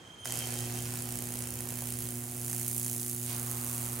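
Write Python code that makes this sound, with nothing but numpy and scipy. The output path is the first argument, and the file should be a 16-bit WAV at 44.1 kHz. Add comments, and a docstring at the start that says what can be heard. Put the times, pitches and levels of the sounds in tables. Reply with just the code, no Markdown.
"""Two high-voltage probes burn a track into damp wood, close to a stereo pair at a workshop bench.
A thin squeal (probably steam) comes first. At a quarter second the arc strikes with a snap: each
half-cycle of the mains fires a burst of tiny sparks and pumps the hot air into a hum, the two
polarities sparking unequally. The char crackles and pops over a rumble of hot gas, and the squeal
fades as the wood dries. At about 3.3 s the two burns join in one rushing flame."""
import sys
import numpy as np
from scipy import signal
from scipy.fft import rfft, irfft
from scipy.io import wavfile

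SR = 44100
rng = np.random.default_rng(int(sys.argv[2]) if len(sys.argv) > 2 else 0)


def persist_wave(psi):
    """Save psi, clipped to +-1, as 16-bit WAV."""
    counts = np.round(np.clip(psi, -1, 1) * 32767).astype(np.int16)
    wavfile.write(sys.argv[1], SR, np.atleast_2d(counts).T)


N = 176400
TIME = np.arange(N) / SR
FREQ_HZ = np.arange(N + 1) * SR / (2 * N)
MAINS_HZ, IGNITION_S = 60, 0.243
ROOM_T60_S, ROOM_DB = 0.31, -7.5


def from_db(db):
    """Decibels to gain."""
    return 10 ** (np.asarray(db) / 20)

def unit_rms(x):
    """Scale to unit power."""
    return x / np.sqrt(np.mean(x ** 2) + 1e-20)

def in_time(rows):
    """A time table's value at every sample."""
    return np.interp(TIME, *np.transpose(rows))

def at_hz(rows):
    """A spectrum table's value at every frequency of FREQ_HZ."""
    hz, value = np.transpose(rows)
    return np.interp(np.log(FREQ_HZ + 1), np.log(hz), value)

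def shape(x, gain_db):
    """Causal, minimum-phase filter with the given gains."""
    cepstrum = irfft(np.log(from_db(gain_db)))
    response = np.exp(rfft(2 * cepstrum[:N], 2 * N) - cepstrum[0])
    return irfft(rfft(x, 2 * N) * response)[..., :N]

def drift(rate_hz):
    """Smooth random wander of spread 1."""
    step = 20
    pole = np.exp(-2 * np.pi * rate_hz * step / SR)
    noise = rng.standard_normal(N // step + 2002)
    slow = signal.lfilter([1], [1, -2 * pole, pole * pole], noise)[2000:]
    return np.interp(np.arange(N) / step, np.arange(len(slow)), unit_rms(slow))

def burning(rise_s=0.025):
    """0 before the arc strikes, then up to 1."""
    return np.clip((TIME - IGNITION_S) / rise_s, 0, 1)

def clicks(per_s, spread_db, scatter_db):
    """Tiny discharges of uneven size: one stream in both microphones, plus a scatter in each."""
    sizes = from_db(spread_db * np.clip(rng.standard_normal((3, N)), -2, 2))
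    signs = rng.choice([-1, 1], (3, N))
    streams = sizes * signs * (rng.random((3, N)) < per_s / SR)
    return unit_rms(streams[0] + from_db(scatter_db) * streams[1:])

def workshop(x, room_db):
    """Direct sound from the bench and a dying cloud of echoes, different at each microphone."""
    age = TIME[:SR // 2]
    tail = rng.standard_normal((2, len(age))) * from_db(-60 * age / ROOM_T60_S) * (age > .003)
    tail = tail / np.sqrt(np.sum(tail ** 2, axis=1, keepdims=True))
    echoes = signal.fftconvolve(np.atleast_2d(x), tail, axes=1)[:, :N]
    return (x + from_db(room_db) * echoes) / np.sqrt(1 + from_db(room_db) ** 2)

def blurred_echoes(x, room_db):
    """The arc never stands still, so the echoes of its sparks blur into a dying hiss."""
    decay = from_db(-120 / (ROOM_T60_S * SR))
    power = signal.lfilter([1 - decay], [1, -decay], x ** 2 + 1e-18)
    hiss = np.sqrt(power) * rng.standard_normal((2, N))
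    return (x + from_db(room_db) * hiss) / np.sqrt(1 + from_db(room_db) ** 2)

# How alike diffuse sound is at the two microphones: freq_hz, correlation
MIC_LIKENESS = [(60, 0.95), (250, 0.94), (600, 0.63), (1200, 0), (16000, 0.73)]
def diffuse(colour):
    """Noise from all round the pair: alike in the bass, unrelated near 1.2 kHz, partly alike above."""
    alike = np.clip(at_hz(MIC_LIKENESS), 0, 1)
    mid, side = rfft(rng.standard_normal((2, 2 * N))) * from_db(at_hz(colour))
    left_right = np.sqrt(1 + alike) * mid + np.sqrt(1 - alike) * side * [[1], [-1]]
    return unit_rms(irfft(left_right)[:, :N])

# Spectrum of the workshop behind the bench: freq_hz, level_db
ROOM_TONE_COLOUR = [(40, -17), (105, 3), (200, -6), (450, -9), (1400, -13), (2000, -16), (4500, -24),
                    (7800, -23), (11000, -36), (16000, -41)]
def room_tone(level_db=-52.5):
    """The workshop's steady, low background noise."""
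    return from_db(level_db) * diffuse(ROOM_TONE_COLOUR)

# Rumble above the burn: time_s, level_db
GAS_LEVEL = [(.25, -77), (.6, -54.5), (1.35, -50), (1.72, -52), (2.2, -55), (2.9, -60), (3.6, -55)]
# Its spectrum: freq_hz, level_db
GAS_COLOUR = [(38, -26), (55, 3), (72, 1), (150, -4), (220, -4.5), (400, -13), (2000, -45)]
def gas_rumble():
    """Hot gas rumbles as it rises off the wood."""
    return from_db(in_time(GAS_LEVEL)) * burning() * diffuse(GAS_COLOUR)

# Spectrum of the hiss as the flame catches: freq_hz, level_db
CATCH_COLOUR = [(400, -21), (2300, 7), (8000, 5), (16000, -16)]
# Rush of the flame: time_s, level_db
RUSH_LEVEL = [(3.24, -85), (3.3, -49.5), (4.0, -50.5)]
# Its spectrum: freq_hz, level_db
RUSH_COLOUR = [(100, -28), (500, -2), (1150, 3), (1650, -4), (3700, -8.5), (9000, -16), (16000, -36)]
def flame(catch_s=3.315, catch_width_s=0.066, catch_db=-45):
    """The two burns join in one flame, which catches with a short hiss and then rushes."""
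    swell = np.exp(-((TIME - catch_s) / catch_width_s) ** 2)
    hiss = from_db(catch_db) * swell * diffuse(CATCH_COLOUR)
    return hiss + from_db(in_time(RUSH_LEVEL)) * diffuse(RUSH_COLOUR)

# Squeal from the damp wood: time_s, level_db
SQUEAL_LEVEL = [(0, -64.5), (.146, -57.5), (.17, -66), (.195, -55), (.295, -53.5), (.32, -54), (.378, -62),
                (.415, -45), (.49, -63), (.526, -63), (.654, -56.5), (.704, -72.5), (.8, -55.5), (.82, -71),
                (2.0, -70.5), (2.3, -79)]
# Its fundamental: time_s, pitch_hz
SQUEAL_FUNDAMENTAL = [(0, 3180), (.42, 3135)]
# Its harmonics: multiple, gain_db
SQUEAL_HARMONICS = [(1, 7.5), (2, -5.5), (3, -14), (4, -29)]
# Lift of those above the second, greatest just before the arc strikes: time_s, gain_db
SQUEAL_LIFT = [(.17, 4), (.195, 11), (.42, 6)]
def squeal(jitter_hz=28, flutter_db=2.4):
    """A thin, fluttering whistle, probably steam, that fades as the wood dries."""
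    pitch_hz = in_time(SQUEAL_FUNDAMENTAL) + jitter_hz * drift(rate_hz=163)
    phase = 2 * np.pi * np.cumsum(pitch_hz) / SR
    tone = 0
    for multiple, gain_db in SQUEAL_HARMONICS:
        level_db = gain_db + in_time(SQUEAL_LIFT) * (multiple > 2) + flutter_db * drift(rate_hz=82)
        tone += from_db(level_db) * np.sin(multiple * phase)
    return tone * from_db(in_time(SQUEAL_LEVEL))

# Hum of the arc: time_s, level_db
HUM_LEVEL = [(.245, -56), (.29, -46.5), (.68, -41), (.85, -43.5), (1.05, -43), (1.4, -45), (2.02, -43),
             (2.09, -45), (2.16, -41.5), (2.23, -45), (2.6, -43), (4.0, -43)]
# Its harmonics: mains_multiple, gain_db
HUM_HARMONICS = [(2, 1), (3, -25), (4, -4.5), (6, -9.5), (8, -25), (12, -29.5)]
# Lift of the buzzing top of the hum: time_s, gain_db
BUZZ_LIFT = [(2.15, 6), (2.4, 10), (3.3, 5.5)]
def arc_hum(buzz_above_hz=650, waver_db=1.0, smear_s_per_hz=2.8e-5):
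    """The arc heats the air twice a mains cycle; each harmonic wavers on its own."""
    tone = 0
    for multiple, gain_db in HUM_HARMONICS:
        hz = multiple * MAINS_HZ
        level_db = gain_db + in_time(BUZZ_LIFT) * (hz > buzz_above_hz) + waver_db * drift(rate_hz=3.5)
        delay_s = smear_s_per_hz * hz / 2  # the room makes higher harmonics arrive later
        tone += from_db(level_db) * np.cos(2 * np.pi * hz * (TIME - delay_s))
    return np.sqrt(2) * tone * from_db(in_time(HUM_LEVEL)) * burning()

# Crackle along the burnt track: time_s, level_db
CRACKLE_LEVEL = [(.25, -44), (.45, -42.5), (1.3, -48.5), (1.9, -50.5), (2.15, -53), (2.45, -52.5),
                 (3.2, -65.5), (4.0, -52)]
# Its spectrum: freq_hz, level_db
CRACKLE_COLOUR = [(100, 8), (300, -4), (700, 2.5), (1100, -6), (1900, -3.5), (2800, -4), (3600, -8.5),
                  (6000, -6), (16000, -62)]
def char_crackle(firing):
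    """Charring wood gives a dull crackle, loudest during the bursts of sparks."""
    drive = (unit_rms(firing) + 1) * burning()
    ticks = clicks(per_s=2200, spread_db=4.5, scatter_db=-5) * drive
    return from_db(in_time(CRACKLE_LEVEL)) * unit_rms(shape(ticks, at_hz(CRACKLE_COLOUR)))

def cracks(events, colour, tail_db=-17.5, tail_s=0.0017):
    """Single impulses, each with a short spitting tail."""
    hits, age = np.zeros(N), TIME[:SR // 100]
    for start_s, level_db in events:
        start = int(start_s * SR)
        spit = from_db(tail_db) * rng.standard_normal(len(age)) * np.exp(-age / tail_s)
        hits[start:start + len(age)] += from_db(level_db) * np.where(age == 0, 1, spit)
    return shape(hits, at_hz(colour))

# Pops in the wood: start_s, level_db
WOOD_POPS = [(.2563, -12), (1.673, -23), (1.7235, -18.5), (1.8228, -25)]
# Their tone: freq_hz, gain_db
POP_TONE = [(200, -8.5), (700, 10.5), (2200, -0.5), (4000, -5), (16000, -30)]
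def wood_pops():
    """The wood bursts with a few dull pops."""
    return cracks(WOOD_POPS, POP_TONE)

# Snaps at the arc: start_s, level_db
ARC_SNAPS = [(.2566, -22.5), (.3227, -12.5), (.3567, -22), (.3726, -21), (.3895, -19), (.4728, -20),
             (.5398, -22.5), (.5890, -25), (1.0230, -22), (1.1564, -21), (1.1893, -23), (1.2228, -19.5),
             (1.4226, -20.5), (1.4731, -20), (1.6060, -20), (1.8228, -28), (2.4806, -22.5), (2.5305, -17),
             (2.8638, -22), (3.5144, -25)]
# Their tone: freq_hz, gain_db
SNAP_TONE = [(200, -5), (700, -2), (2000, 2.5), (3600, -14.5), (6000, 5.5), (9500, 13), (16000, -6)]
def arc_snaps():
    """Loud, bright snaps stand out of the sizzle."""
    return cracks(ARC_SNAPS, SNAP_TONE)

def bursts(cycles, width_ms=0.71, jitter_ms=0.3, spread_db=1.15, between_db=-20):
    """One bell-shaped burst at each whole cycle, with its own strength and timing."""
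    nearest = np.round(cycles).astype(int)
    strength, lateness = rng.standard_normal((N // 100, 2))[nearest + 1].T
    offset_ms = (cycles - nearest) * 1000 / MAINS_HZ - jitter_ms * lateness
    bell = np.exp(-(offset_ms / (2 * width_ms)) ** 2)
    return unit_rms((bell + from_db(between_db)) * from_db(spread_db * strength))

# Moment in the mains cycle when the first polarity sparks hardest: time_s, delay_ms
BURST_DELAY = [(.25, 6.55), (4.0, 5.7)]
# Sparking on the first polarity: time_s, level_db
FIRST_POLARITY_LEVEL = [(.25, -45.5), (.68, -44.5), (1.2, -42.5), (1.65, -43), (1.92, -39), (2.25, -45.5),
                        (2.6, -44.5), (3.65, -44), (3.88, -41.5), (4.0, -42.5)]
# Sparking on the opposite polarity: time_s, level_db
SECOND_POLARITY_LEVEL = [(.25, -50.5), (.6, -48.5), (1.5, -50.5), (2.25, -47), (2.42, -43), (2.52, -37.5),
                         (2.82, -37.5), (3.3, -40.5), (3.75, -39), (4.0, -45)]
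def arc_firing():
    """Strength of the sparking: the two polarities fire unequally, half a mains cycle apart."""
    cycles = (TIME - in_time(BURST_DELAY) / 1000) * MAINS_HZ
    first = from_db(in_time(FIRST_POLARITY_LEVEL)) * bursts(cycles)
    second = from_db(in_time(SECOND_POLARITY_LEVEL)) * bursts(cycles - .5)
    return burning(rise_s=0.0075) * (first + second)

# Broad spectrum of the sparks, close up: freq_hz, level_db
SIZZLE_COLOUR = [(500, -34), (2000, -17), (3600, -16.5), (5800, -10), (6800, -3.5), (9400, -0.5),
                 (11200, -3.5), (13300, -6), (16000, -6.5)]
# Narrow peaks that colour the sizzle, from its reflection off the bench: freq_hz, gain_db
SIZZLE_RIPPLE = [(6450, 2), (8880, 2), (9480, 3.3), (10520, 2.5), (11100, 3.5), (11850, 3), (12530, 3)]
def sparks(firing, peak_width_hz=190, fresh_band_hz=(3620, 6700), fresh_db=8.5, fresh_fade_s=0.54):
    """Each burst is a cloud of tiny sparks: a bright, buzzing sizzle, fuller while the wood is fresh."""
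    cloud = clicks(per_s=14000, spread_db=2.5, scatter_db=-5.5) * firing
    cloud = blurred_echoes(cloud, ROOM_DB)
    peaks_db = sum(db * np.exp(-((FREQ_HZ - hz) / peak_width_hz) ** 2) for hz, db in SIZZLE_RIPPLE)
    sizzle = unit_rms(shape(cloud, at_hz(SIZZLE_COLOUR) + peaks_db)) * np.sqrt(np.mean(firing ** 2))
    body = signal.sosfilt(signal.butter(1, fresh_band_hz, "band", fs=SR, output="sos"), sizzle)
    return sizzle + body * from_db(fresh_db) * np.exp(-(TIME - IGNITION_S) / fresh_fade_s)

def scene():
    """All that is heard at the bench; the same firing drives the sparks and the crackle."""
    firing = arc_firing()
    burn = sparks(firing) + workshop(arc_snaps() + wood_pops(), ROOM_DB)
    burn += workshop(char_crackle(firing), room_db=-3.5)
    hot_air = arc_hum() + gas_rumble() + flame()
    return burn + hot_air + workshop(squeal(), room_db=-9) + room_tone()

# Balance of the stereo pair, which favours the right: freq_hz, left_minus_right_db
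MIC_BALANCE = [(100, -1.1), (400, -3), (6300, -2.5), (8400, -0.5), (10000, -5), (11800, -10.5), (13300, -7)]
def record(dry, low_cut_hz=59.4, high_cut_hz=15800):
    """Each microphone has its own colour; the deep bass and the top are cut."""
    mic_gains = from_db(at_hz(MIC_BALANCE) / 2 * [[1], [-1]])
    heard = irfft(rfft(dry, 2 * N) * mic_gains)[:, :N]
    heard = signal.sosfilt(signal.butter(4, low_cut_hz, "high", fs=SR, output="sos"), heard)
    return signal.sosfilt(signal.ellip(12, .1, 80, high_cut_hz, fs=SR, output="sos"), heard)


dry = scene()
out = record(dry)
persist_wave(out)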